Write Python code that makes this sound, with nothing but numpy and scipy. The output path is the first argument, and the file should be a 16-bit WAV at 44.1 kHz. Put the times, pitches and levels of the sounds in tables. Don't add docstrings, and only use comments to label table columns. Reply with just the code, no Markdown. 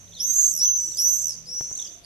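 import sys
import numpy as np
from scipy import signal
from scipy.fft import rfft, irfft, next_fast_len
from scipy.io import wavfile
from scipy.ndimage import map_coordinates

SR = 44100
rng = np.random.default_rng(int(sys.argv[2]) if len(sys.argv) > 2 else 0)


def unload_wav(signal):
    wavfile.write(
        sys.argv[1],
        SR,
        np.round(np.clip(np.atleast_2d(signal).T, -1, 1) * 32767).astype(np.int16),
    )


N = 90404

# freq_hz, level_db
AIR_SPECTRUM = [(15, -62), (28, -17), (45, 3), (110, -3.5), (175, -3), (290, -9.5), (500, -10), (900, -16),
                (1590, -18.5), (2300, -16.5), (3830, -17), (5000, -20), (7500, -23), (10500, -25),
                (12000, -20.5), (14500, -35)]
# freq_hz, correlation
MIC_LIKENESS = [(60, .55), (200, .5), (600, .3), (1500, .1), (8000, 0)]
# start_s, end_s, start_hz, end_hz, level_db
TRAFFIC_HUMS = [(-.1, 0.21, 97, 96, -58.5), (0, 0.693, 168.8, 163.6, -59.5),
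                (0.602, 1.48, 121.2, 125.3, -58.5), (1.3, 1.58, 164.6, 165, -55.5)]
# centre_hz, level_db
SWELL_BANDS = [(215, -74.5), (335, -75.5), (490, -75), (590, -73), (690, -80.5)]
# freq_hz, t60_s
YARD_DECAY = [(3000, 1), (6000, 0.74), (12000, 0.14)]
# time_s, level_db
FAR_SWIFT_LEVELS = [(0, -52.5), (.15, -49.5), (.5, -49), (1.35, -39.5), (1.45, -53.5), (1.8, -39),
                    (1.87, -38), (1.93, -45), (2.0, -56), (2.05, -83)]
# freq_hz, level_db
FAR_SWIFT_SPECTRUM = [(4000, -42), (5400, -41.5), (5900, -11), (6250, -10), (6600, -20), (7200, -30.5),
                      (10000, -43)]
# start_s, length_s, start_hz, middle_hz, end_hz, level_db
BIRD_CHIRPS = [(0.077, 0.0096, 3350, 3900, 4400, -50), (0.118, 0.03, 3750, 3410, 4600, -48.5),
               (0.14, 0.039, 4400, 3950, 3340, -41.5), (0.161, 0.068, 3550, 3530, 3215, -41),
               (0.608, 0.034, 3100, 4410, 4780, -44), (0.634, 0.03, 4600, 3550, 3065, -45),
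               (0.659, 0.051, 3400, 3050, 2840, -49), (0.905, 0.058, 4300, 3760, 3440, -53.5),
               (0.968, 0.0436, 3700, 3330, 2910, -48), (1.753, 0.0266, 3300, 4210, 3900, -51),
               (1.786, 0.028, 3900, 3390, 3750, -41.5), (1.816, .016, 4000, 3360, 3350, -40),
               (1.832, 0.063, 3500, 3160, 3090, -49.5), (1.913, 0.012, 3400, 3600, 3200, -52)]
# start_s, level_db, relative_tick_db
FINGER_BUMPS = [(1.6097, -26.5, -8), (1.714, -33.5, -22)]
# pitch_hz, level_db, t60_s
CASE_MODES = [(140, -9, 0.051), (356, -3, 0.0066), (664, 1.5, 0.0039), (1300, -7.5, 0.0026)]
# freq_hz, level_db
TICK_SPECTRUM = [(100, -16), (1500, 0), (3000, 2), (8000, -5), (14000, -12)]
# time_s, pitch_hz, level_db, relative_octave_db, relative_rasp_db
FIRST_SCREAM = [(0.187, 4780, -52.5, -9, -10), (0.205, 5496, -26, -19, -34), (0.221, 5810, -30.5, -16, -35),
                (0.249, 6075, -24, -19, -39), (0.269, 6250, -33, -11, -16), (0.311, 6326, -24, -16, -21),
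                (0.319, 6290, -30.5, -9.5, -14), (0.391, 6460, -20, -18.5, -15),
                (0.477, 6315, -25, -16.5, -11), (0.517, 6275, -30, -17, -2.5)]
SECOND_SCREAM = [(0.594, 5175, -32.5, -11, -9), (0.61, 5637, -22.5, -27, -29),
                 (0.644, 6010, -19.5, -21, -46), (0.68, 6173, -19, -26, -47),
                 (0.688, 6068, -20, -24.5, -41), (0.696, 6160, -21.5, -21, -58),
                 (0.756, 6120, -25, -22.5, -34), (0.808, 5983, -25.5, -27, -16.5),
                 (0.935, 5888, -38.5, -28, -6)]
THIRD_SCREAM = [(0.969, 4808, -43, -8, -0.5), (0.985, 5336, -25, -11, -41), (1.009, 5830, -23, -12.5, -29),
                (1.021, 5800, -24, -14.5, -19), (1.049, 5978, -20.5, -16, -31),
                (1.143, 6235, -26, -10.5, -14.5), (1.153, 6203, -37, -11, -4), (1.159, 6150, -27, -10, -19),
                (1.224, 6310, -30.5, -20, -6)]
FOURTH_SCREAM = [(1.462, 4700, -54, -11, -10), (1.478, 5190, -40.5, -15, -24), (1.5, 5490, -35, -25, -27),
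                 (1.54, 5666, -34, -24.5, -39), (1.564, 5858, -31, -29, -42),
                 (1.62, 5890, -34.5, -21.5, -19), (1.664, 5886, -38, -40, -24),
                 (1.715, 6040, -39, -32, -19)]
FIFTH_SCREAM = [(2.044, 4650, -51, -15, -18), (2.06, 5250, -22, -18, -41)]
SCREAMS = [FIRST_SCREAM, SECOND_SCREAM, THIRD_SCREAM, FOURTH_SCREAM, FIFTH_SCREAM]
# buzz_hz, sweep_hz, buzz_depth, relative_fifth_db, gain_db, left_minus_right_db
SCREAM_VOICES = [(280.6, 530, .8, -48, 1.5, -0.5), (276, 130, 0.51, -49, 0, 0),
                 (253.6, 920, 0.75, -33, 0.5, -1.5), (266, 850, 0.73, -32.5, 1.5, 2),
                 (269.7, 150, 0.86, -44, -1, -9)]
# first_s, last_s, pip_count, first_hz, last_hz, first_db, last_db, relative_octave_db
END_TRILLS = [(.526, .590, 6, 5940, 5500, -24, -20.5, -5.5), (.949, 1.097, 7, 6110, 4650, -28, -48.5, -15),
              (1.231, 1.333, 9, 6010, 4676, -20, -33, -16.5),
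              (1.728, 1.874, 7, 6285, 4850, -26, -41.5, -56)]
# freq_hz, level_db
RASP_SPECTRUM = [(2500, -85), (4500, -13), (6000, 4), (7000, 10.5), (8300, 2.5), (9300, -9), (10300, -6.5),
                 (12000, -4), (13500, -44), (15000, -26)]
# delay_s, level_db
WALL_ECHOES = [(.0014, -11.5), (.004, -12), (.012, -13.5), (.026, -12)]
# freq_hz, gain_db
WALL_COLOUR = [(7000, 3.5), (12000, 3)]
# freq_hz, left_minus_right_db
MIC_SHADE = [(3000, 23), (5500, -2), (6500, -5.5), (8000, -19), (10000, -9), (12000, -14.5), (15000, 6.5)]

SIDES = np.array([[.5], [-.5]])
ATTACK_S, RELEASE_S, ROUGH_HZ = .012, .0092, 34


def amp(db):
    return 10 ** (np.asarray(db) / 20)


def unit(x):
    return x / np.sqrt(np.mean(x ** 2) + 1e-20)


def clock():
    return np.arange(N) / SR


def along(points, hz):
    freqs, values = np.transpose(points)
    return np.interp(np.log(hz + 1), np.log(freqs + 1), values)


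def curves(rows):
    times, *columns = np.transpose(rows)
    return [np.interp(clock(), times, column) for column in columns]


def wobble(rate):
    return map_coordinates(rng.standard_normal(N), [clock() * rate], mode="wrap")


def gate(start, end, rise, fall):
    t = clock()
    return np.clip((t - start) / rise, 0, 1) * np.clip((end - t) / fall, 0, 1)


def filtered(x, response):
    size = next_fast_len(N + SR // 4)
    return irfft(rfft(x, size) * response(np.fft.rfftfreq(size, 1 / SR)), size)[..., :N]


def noise(spectrum):
    return unit(filtered(rng.standard_normal(N), lambda hz: amp(along(spectrum, hz))))


def phase_of(hz):
    return 2 * np.pi * np.cumsum(hz) / SR


def air_and_traffic():
    def mid_side_gains(hz):
        angle = np.arccos(along(MIC_LIKENESS, hz)) / 2
        return np.array([np.cos(angle), np.sin(angle)])

    mid, side = filtered(np.array([noise(AIR_SPECTRUM), noise(AIR_SPECTRUM)]), mid_side_gains)
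    mics = amp(-55 + .44 * wobble(6)) * np.array([mid + side, mid - side])
    for start, end, start_hz, end_hz, db in TRAFFIC_HUMS:
        pitch = np.interp(clock(), [start, end], [start_hz, end_hz]) + 1.5 * wobble(4.2)
        envelope = amp(db + 1.2 * wobble(11)) * gate(start, end, rise=.09, fall=.09)
        mics += envelope * np.sqrt(2) * np.sin(phase_of(pitch) + [[0], [1.1]])
    return mics * amp([[1.2], [-1.2]])


def swells(relative_width=.039, depth_db=5.5):
    skirt = [(-3, -70), (-1, -8), (0, 0), (1, -8), (3, -70)]  # widths_from_centre, level_db
    x = np.zeros(N)
    for hz, db in SWELL_BANDS:
        band = [(hz * (1 + step * relative_width), skirt_db) for step, skirt_db in skirt]
        x += amp(db + depth_db * wobble(6.84)) * noise(band)
    return x * amp([[2], [-3]])


def far_swifts(pan_db=-7.5):
    level_db, = curves(FAR_SWIFT_LEVELS)
    envelope = amp(level_db + 1.8 * wobble(40.27) + pan_db * SIDES)
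    return envelope * np.array([noise(FAR_SWIFT_SPECTRUM), noise(FAR_SWIFT_SPECTRUM)])


def yard_echo(x):
    hz, t, spectra = signal.stft(rng.standard_normal((2, SR * 3 // 4)), SR, nperseg=256)
    decay = amp(-60 * t / along(YARD_DECAY, hz)[:, None])
    tail = signal.istft(spectra * decay, SR, nperseg=256)[1]
    return signal.fftconvolve(x[None], tail / np.linalg.norm(tail[0]), axes=1)[:, :N]


def small_birds(gain_db=-5, echo_db=-8, flicker_db=4, rough_hz=150):
    x = np.zeros(N)
    for start, length, *glide_hz, db in BIRD_CHIRPS:
        end = start + length
        pitch = np.interp(clock(), [start, start + length / 2, end], glide_hz)
        envelope = amp(db + flicker_db * wobble(350)) * gate(start, end, length / 4, length / 4)
        x += envelope * np.sqrt(2) * np.sin(phase_of(pitch + rough_hz * wobble(700)))
    return amp(gain_db) * (x + amp(echo_db) * yard_echo(x))


def camera_bumps(tick_t60_s=.005):
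    x = np.zeros(N)
    for start, db, tick_db in FINGER_BUMPS:
        age = np.maximum(clock() - start, 0)
        ring = sum(amp(mode_db - 60 * age / t60) * np.sin(2 * np.pi * hz * age)
                   for hz, mode_db, t60 in CASE_MODES)
        tick = amp(tick_db - 60 * age / tick_t60_s) * (age > 0) * noise(TICK_SPECTRUM)
        x += amp(db) * (ring + tick)
    return x * amp([[3], [-4]])


def with_walls(x, middle_s, drift_s_per_s=.0015):
    t, mics = clock(), np.array([x, x])
    reflected = filtered(x, lambda hz: amp(along(WALL_COLOUR, hz)))
    for mic in mics:
        for delay, db in WALL_ECHOES:
            lag = delay * rng.uniform(.7, 1.3) + drift_s_per_s * rng.normal() * (t - middle_s)
            mic += amp(db) * map_coordinates(reflected, [(t - lag) * SR])
    return mics


def scream(rows, buzz_hz, sweep_hz, depth, fifth_db, slowing_hz_per_s=120, sweep_growth_s=.17):
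    start, end = rows[0][0], rows[-1][0]
    age = clock() - start
    pitch, level_db, octave_db, rasp_db = curves(rows)
    pulse_hz = (buzz_hz - slowing_hz_per_s * age) * (1 + .035 * wobble(120))
    cycle = np.cumsum(pulse_hz) / SR % 1
    buzz = 1 - depth * np.cos(np.pi * cycle) ** 2
    sweep = sweep_hz * np.clip(age / sweep_growth_s, .3, 1) * (cycle - .5)
    phase = phase_of(pitch + sweep + 14 * wobble(150) + ROUGH_HZ * wobble(1800))
    whistle = unit(buzz * np.sin(phase))
    octave = amp(octave_db - 1.5) * unit(buzz ** 2 * np.sin(2 * phase))
    fifth = amp(fifth_db) * unit(buzz * np.sin(1.5 * phase))
    rasp = amp(rasp_db - 2) * unit(buzz * noise(RASP_SPECTRUM))
    edges = gate(start - ATTACK_S, end + RELEASE_S, ATTACK_S, RELEASE_S)
    return (whistle + octave + fifth + rasp) * amp(level_db + 1.1 * wobble(90)) * edges


def trill(first_s, last_s, count, first_hz, last_hz, first_db, last_db, octave_db, sweep_hz=-250):
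    age, length = clock() - first_s, last_s - first_s
    period = length / (count - 1)
    bend = np.clip(age / length, 0, 1) ** 3
    cycle = (age / period + .5) % 1 - .5
    pip = np.exp(-(cycle / np.where(cycle < 0, .083, .2)) ** 2)
    pitch = first_hz + (last_hz - first_hz) * bend + sweep_hz * cycle
    phase = phase_of(pitch + 2 * ROUGH_HZ * wobble(1800))
    tone = np.sqrt(2) * (pip * np.sin(phase) + amp(octave_db) * pip ** 2 * np.sin(2 * phase))
    rasp = amp(-18.5) * np.sqrt(pip) * noise(RASP_SPECTRUM)
    edges = gate(first_s - period / 2, last_s + period / 2, ATTACK_S, ATTACK_S)
    return (tone + rasp) * amp(first_db + (last_db - first_db) * bend) * edges


def near_swifts(echo_db=-13, left_lag_s=.00003):
    def shade_and_lag(hz):
        return amp(SIDES * along(MIC_SHADE, hz)) * np.exp(-2j * np.pi * hz * SIDES * left_lag_s)

    mics = np.zeros((2, N))
    for k, (rows, (*voice, gain_db, pan_db)) in enumerate(zip(SCREAMS, SCREAM_VOICES)):
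        call = amp(gain_db) * scream(rows, *voice)
        if k < len(END_TRILLS):
            call += trill(*END_TRILLS[k])
        middle_s = (rows[0][0] + rows[-1][0]) / 2
        mics += amp(SIDES * pan_db) * (with_walls(call, middle_s) + amp(echo_db) * yard_echo(call))
    return filtered(mics, shade_and_lag)


def scene():
    return near_swifts() + far_swifts() + small_birds() + air_and_traffic() + swells() + camera_bumps()


def record(dry):
    return filtered(dry, lambda hz: hz < 14900)


dry = scene()
out = record(dry)
unload_wav(out)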